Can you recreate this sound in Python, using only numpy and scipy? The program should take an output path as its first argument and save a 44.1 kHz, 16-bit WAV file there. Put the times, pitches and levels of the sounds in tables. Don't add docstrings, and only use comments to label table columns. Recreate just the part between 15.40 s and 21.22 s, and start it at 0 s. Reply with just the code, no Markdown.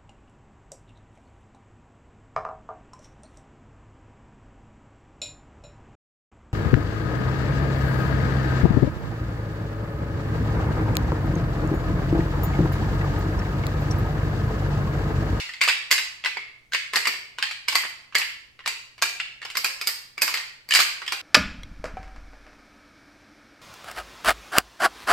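import sys
import numpy as np
from scipy import signal
from scipy.fft import rfft, irfft, next_fast_len
from scipy.io import wavfile

SR = 44100
rng = np.random.default_rng(int(sys.argv[2]) if len(sys.argv) > 2 else 0)


def waveform_to_disk(signal):
    frames = np.transpose(np.atleast_2d(signal))
    scaled = np.clip(frames, -1, 1) * 32767
    samples = np.round(scaled).astype(np.int16)
    wavfile.write(sys.argv[1], SR, samples)


N = 256468

# start_s, level_db, pitch_hz, ring_db, edge_db, knock_db, rebound_db
CLACK_CUES = [(-0.035, -17.5, 2295, -7, 2.5, 0.5, -14), (0.092, -33, 1990, 2, 0.5, -3.5, -17.5),
              (0.136, -33, 2064, -0.5, 0.5, -12, -11.5), (0.214, -12, 2260, -2.5, 0, -6, -16.5),
              (0.236, -19.5, 2210, -1.5, 6, 1, -8.5), (0.2775, -19, 3170, -21, 2, 3.5, -8.5),
              (0.286, -14, 2640, 1, -1, -4, -2.5), (0.5123, -10.5, 2062, -2, 9, -1.5, -4.5),
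              (0.58, -21.5, 2230, -11, 4, -4, -17), (0.839, -27.5, 1760, -44, -12.5, -8, -11),
              (0.8475, -24, 1962, -4, -0.5, 1.5, 5.5), (0.9701, -23, 2192, 8, -10.5, 4.5, -23),
              (1.3215, -31, 1570, -3, -1, -4, -19), (1.3343, -19.5, 1957, -5, 2, -4.5, 1.5),
              (1.535, -22, 2080, -2, 2.5, 6.5, -6), (1.558, -14.5, 2057, -1, 5, 3, -4),
              (1.6548, -19, 2183, 0.5, 0, -5, -19), (1.6717, -15.5, 2250, 2.5, 4.5, 7.5, -18.5),
              (1.9851, -27, 2920, -10, -3, 2.5, -25), (2.0255, -17, 1940, -12, -0.5, -5.5, -14),
              (2.111, -28, 2440, -4.5, 2, -6.5, -11), (2.2837, -16.5, 2320, -2.5, 5.5, -1, -26),
              (2.3255, -25.5, 2530, -9, 3.5, 5.5, -18.5), (2.3539, -12, 2054, -1, 7, 2, -39),
              (2.437, -29.5, 1840, -4, -17, 5, -1.5), (2.724, -43, 2450, -21, -11, 1, -6),
              (2.752, -12.5, 2134, 1, 3, -0.5, -13), (2.7839, -24, 2140, -5.5, 13.5, 9.5, -8),
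              (2.8168, -22, 1680, -18, -11, -11, -14), (3.1913, -41, 2100, -6, -13, 1, -4),
              (3.239, -48, 1820, 1, -7, -17, -22), (3.2601, -23, 1810, -14.5, 0, 3, -35),
              (3.276, -20, 2355, -0.5, 6.5, 0.5, -31), (3.58, -44, 2260, -3, -1, 4, -1),
              (3.6223, -14.5, 1673, -5.5, 7, 4.5, -14), (3.6313, -20.5, 2390, 18, -4.5, -4, -34),
              (3.8, -22, 2792, -2.5, -7, -9, -29), (4.017, -35, 1940, -4, -4, -2, 0),
              (4.0505, -30.5, 2980, -2, -3, 4.5, -10), (4.1013, -33.5, 3000, -6, 5.5, -7, -8),
              (4.153, -26, 2024, -3, 1, 2, -12), (4.1703, -19, 2480, -1.5, 10, 6, -16),
              (4.2447, -17, 2490, 0.5, 8.5, 5.5, -7.5), (4.4131, -25, 2470, -2.5, 6.5, 3, -10),
              (4.472, -17.5, 2250, -0.5, 14.5, 5.5, -10), (4.779, -27.5, 2294, 7.5, -3, 5, -32),
              (4.8189, -13.5, 2520, 1.5, 13, 7.5, -7.5), (4.8784, -21, 2140, -12, 5.5, 5, -13),
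              (4.9408, -19, 2064, 0.5, 5.5, 0.5, -10), (4.9726, -25, 2090, -6, 1.5, -2, -26),
              (5.2889, -31, 2110, 7.5, 10.5, 8.5, -21), (5.3084, -18.5, 2570, -2, 3.5, -8.5, 1.5),
              (5.3379, -15, 2560, -7.5, 12, -2, 3), (5.3571, -12.5, 2410, 1.5, 6.5, -4, -3),
              (5.3903, -14, 1520, -2.5, 5.5, -1, -2), (5.4044, -17.5, 2116, -1.5, 12.5, 1.5, -5.5),
              (5.618, -31.5, 1920, -4.5, -6, 4, -12), (5.6642, -33, 3070, 1.5, 1, -3.5, 9),
              (5.722, -20, 2484, -2, 3.5, 6, -16)]


def rattling_bag(lean_right_db):
    out = np.zeros((2, N))
    for start_s, *blow in CLACK_CUES:
        ahead, around = clack(*blow, loose_rods=2)
        path = near_path(delay_scatter=.12)
        add(out, start_s - TOUCH_LEAD_S, signal.fftconvolve(ahead[None], path, axes=1))
        reverb = garage_reverb(tail_db=-1.0, build_s=0.0084, clutter_db=0.0, clutter_t60_s=0.064)
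        add(out, start_s - TOUCH_LEAD_S, signal.fftconvolve(around[None], reverb, axes=1))
    return out * amp([[-lean_right_db], [lean_right_db]])


TOUCH_LEAD_S, TOUCH_DB = .005, -15
FIRM_DB, TOUCH_LOSS = -11.5, 0.41
REBOUND_S, REBOUND_SCATTER = .012, .12
SETTLE_FROM_S, SETTLE_SPAN_S = .018, .07
SETTLE_DB, SETTLE_FADE_DB_PER_S = -15.5, 106


def clack(level_db, pitch_hz, ring_db, edge_db, knock_db, rebound_db, loose_rods):
    train = np.zeros((2, SR // 5))
    add(train, TOUCH_LEAD_S, strike(level_db, pitch_hz, ring_db, edge_db, knock_db))
    touch = (-TOUCH_LEAD_S, TOUCH_DB + TOUCH_LOSS * min(level_db - FIRM_DB, 0))
    rebound = (REBOUND_S * np.exp(REBOUND_SCATTER * rng.standard_normal()), rebound_db)
    settle_s = SETTLE_FROM_S + SETTLE_SPAN_S * rng.uniform(0, 1, loose_rods)
    settling = [(s, SETTLE_DB - SETTLE_FADE_DB_PER_S * s) for s in settle_s]
    for after_s, relative_db in [touch, rebound] + settling:
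        neighbour_hz = pitch_hz * np.exp(.09 * rng.standard_normal())
        hit = strike(level_db + relative_db, neighbour_hz, ring_db - 0.5, edge_db - 2.5, knock_db)
        add(train, TOUCH_LEAD_S + after_s, hit)
    return train


# freq_hz, usual_db, edge_db_per_db, knock_db_per_db
BLOW_EQ = [(60.4, -38.5, 1, 1), (209, -4.5, 0, 1.67), (326, -2, 0, 1.27), (547, -3, 0, 1),
           (1188, 0, 0, 0.87), (1790, 5, 0, 0), (3300, -0.5, 0, 0), (4400, 2.05, 0.7147, 0),
           (5600, -0.16, 0.69, 0.5), (7130, 1.5, 0.77, 0), (12100, -6, 1.3855, 0.5)]


def strike(level_db, pitch_hz, ring_db, edge_db, knock_db):
    t = np.arange(SR // 18) / SR
    eq = [(hz, usual_db + by_edge * edge_db + by_knock * knock_db)
          for hz, usual_db, by_edge, by_knock in BLOW_EQ]
    ahead = rod_contacts(t, pitch_hz, ring_db, tumble_s=.009, follow_db=-8.5,
                         size_spread=.09, crack_t60_s=0.012, count=4)
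    around = rod_contacts(t, pitch_hz, ring_db - 0.5, tumble_s=.01, follow_db=-4.0,
                          size_spread=0.141, crack_t60_s=0.031, count=7)
    return amp(level_db + 22.0) * norm(coloured(np.array([ahead, around]), eq))


# pitch_hz, level_db, t60_s
ROD_MODES = [(2266, 4, 0.033), (4720, -2, 0.051), (6830, -14.5, 0.045), (7870, -12, 0.018),
             (12630, -9.5, 0.026)]
# freq_hz, gain_db
CRACK_EQ = [(60, -29.5), (200, -34.5), (360, -6), (520, -11.5), (1050, 3.5), (1900, -1), (2900, 5.5),
            (3500, -0.5), (5100, -1), (6000, -9), (8500, -11), (10800, -16.5), (12300, -15.5),
            (13700, -12.5), (16000, -54.5)]


def rod_contacts(t, pitch_hz, ring_db, tumble_s, follow_db, size_spread, crack_t60_s, count):
    lag = np.r_[0, rng.uniform(0, 1, count - 1)][:, None]
    follows = lag > 0
    age = np.maximum(t - lag * tumble_s, 0)
    force = amp(np.where(follows, follow_db * (1 + lag) - max(ring_db, 0), 0)) * (age > 0)
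    lowest_hz = ROD_MODES[0][0]
    tuning = pitch_hz / lowest_hz * np.exp(size_spread * follows * rng.standard_normal((count, 1)))
    ring = np.zeros(len(t))
    for hz, db, t60_s in ROD_MODES:
        detune = np.exp(0.031 * (hz > lowest_hz) * rng.standard_normal((count, 1)))
        mode_hz = hz * tuning ** ((lowest_hz / hz) ** 2) * detune
        partials = force * amp(-60 * age / t60_s) * np.sin(2 * np.pi * mode_hz * age)
        ring += amp(db) * norm(np.sum(partials, axis=0))
    burst = np.sqrt(np.sum((force * amp(-60 * age / crack_t60_s)) ** 2, axis=0))
    crack = norm(coloured(burst * rng.standard_normal(len(t)), CRACK_EQ))
    return amp(ring_db - 5.0) * ring + crack


# delay_s, level_db
EARLY_REFLECTIONS = [(.0018, -5), (.0072, -12), (0.0163, -13.5), (.029, -14.5)]


def near_path(delay_scatter):
    path = np.zeros((2, SR // 20))
    path[0, 0] = path[1, 1] = 1
    for delay_s, db in EARLY_REFLECTIONS:
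        arrival_s = delay_s * np.exp(delay_scatter * rng.standard_normal())
        for side in path:
            add(side, arrival_s + .00008 * rng.standard_normal(), amp([db]))
    return path


# freq_hz, t60_s
TAIL_DECAY = [(200, 0.14), (530, 0.81), (1400, 0.58), (3700, 0.57), (7000, 0.49), (13000, 0.38)]
# freq_hz, gain_db
TAIL_EQ = [(200, 0), (1000, -6), (2500, 2), (5000, 0.5), (9000, 2), (14000, 0.5)]


def garage_reverb(tail_db, build_s, clutter_db, clutter_t60_s):
    hz, frame_s, noise = signal.stft(rng.standard_normal((2, SR * 3 // 4)), SR, nperseg=256)
    decay = amp(along(TAIL_EQ, hz)[:, None] - 60 * frame_s / along(TAIL_DECAY, hz)[:, None])
    build = 1 - np.exp(-frame_s / build_s)
    tail = signal.istft(noise * decay * build, SR, nperseg=256)[1]
    t = np.arange(tail.shape[-1]) / SR
    wide, centre = rng.standard_normal(tail.shape), rng.standard_normal(len(t))
    scatter = (wide + 0.49 * centre) * amp(-60 * t / clutter_t60_s)
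    return amp(tail_db) * norm(tail) + amp(clutter_db) * norm(scatter)


# freq_hz, gain_db
AIR_EQ = [(20, 1), (60, 0), (150, -5.5), (400, -11), (1500, -22), (6000, -23), (15000, -34)]
# pitch_hz, level_db
HUM_TONES = [(60, -85), (123, -72.5)]


def room_tone(air_db, width):
    noise = rng.standard_normal(N) + width * rng.standard_normal((2, N))
    air = amp(air_db) * np.sqrt(N) * norm(coloured(noise, AIR_EQ))
    t = np.arange(N) / SR
    hum = sum(amp(db) * np.sqrt(2) * np.sin(2 * np.pi * hz * t) for hz, db in HUM_TONES)
    return air + hum


def amp(db):
    return 10 ** (np.asarray(db) / 20)


def norm(x):
    return x / np.sqrt(np.sum(x ** 2, axis=-1, keepdims=True) + 1e-20)


def along(points, hz):
    freqs, values = np.transpose(points)
    return np.interp(np.log(hz + 1), np.log(freqs + 1), values)


def coloured(x, eq):
    size = 2 * next_fast_len(x.shape[-1])
    gain = amp(along(eq, np.fft.rfftfreq(size, 1 / SR)))
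    cepstrum = irfft(np.log(gain))
    cepstrum[1:size // 2] *= 2
    cepstrum[size // 2 + 1:] = 0
    return irfft(rfft(x, size) * np.exp(rfft(cepstrum)), size)[..., :x.shape[-1]]


def add(track, start_s, x):
    start = round(start_s * SR)
    x, start = x[..., max(-start, 0):], max(start, 0)
    part = track[..., start:start + x.shape[-1]]
    part += x[..., :part.shape[-1]]


def scene():
    return rattling_bag(lean_right_db=0.64) + room_tone(air_db=-65.0, width=1.0)


def record(dry, top_hz=16300):
    rounded = dry / (1 + dry ** 12) ** (1 / 12)
    size = next_fast_len(N + SR // 2)
    passband = np.fft.rfftfreq(size, 1 / SR) < top_hz
    return irfft(rfft(rounded, size) * passband, size)[:, :N]


dry = scene()
out = record(dry)
waveform_to_disk(out)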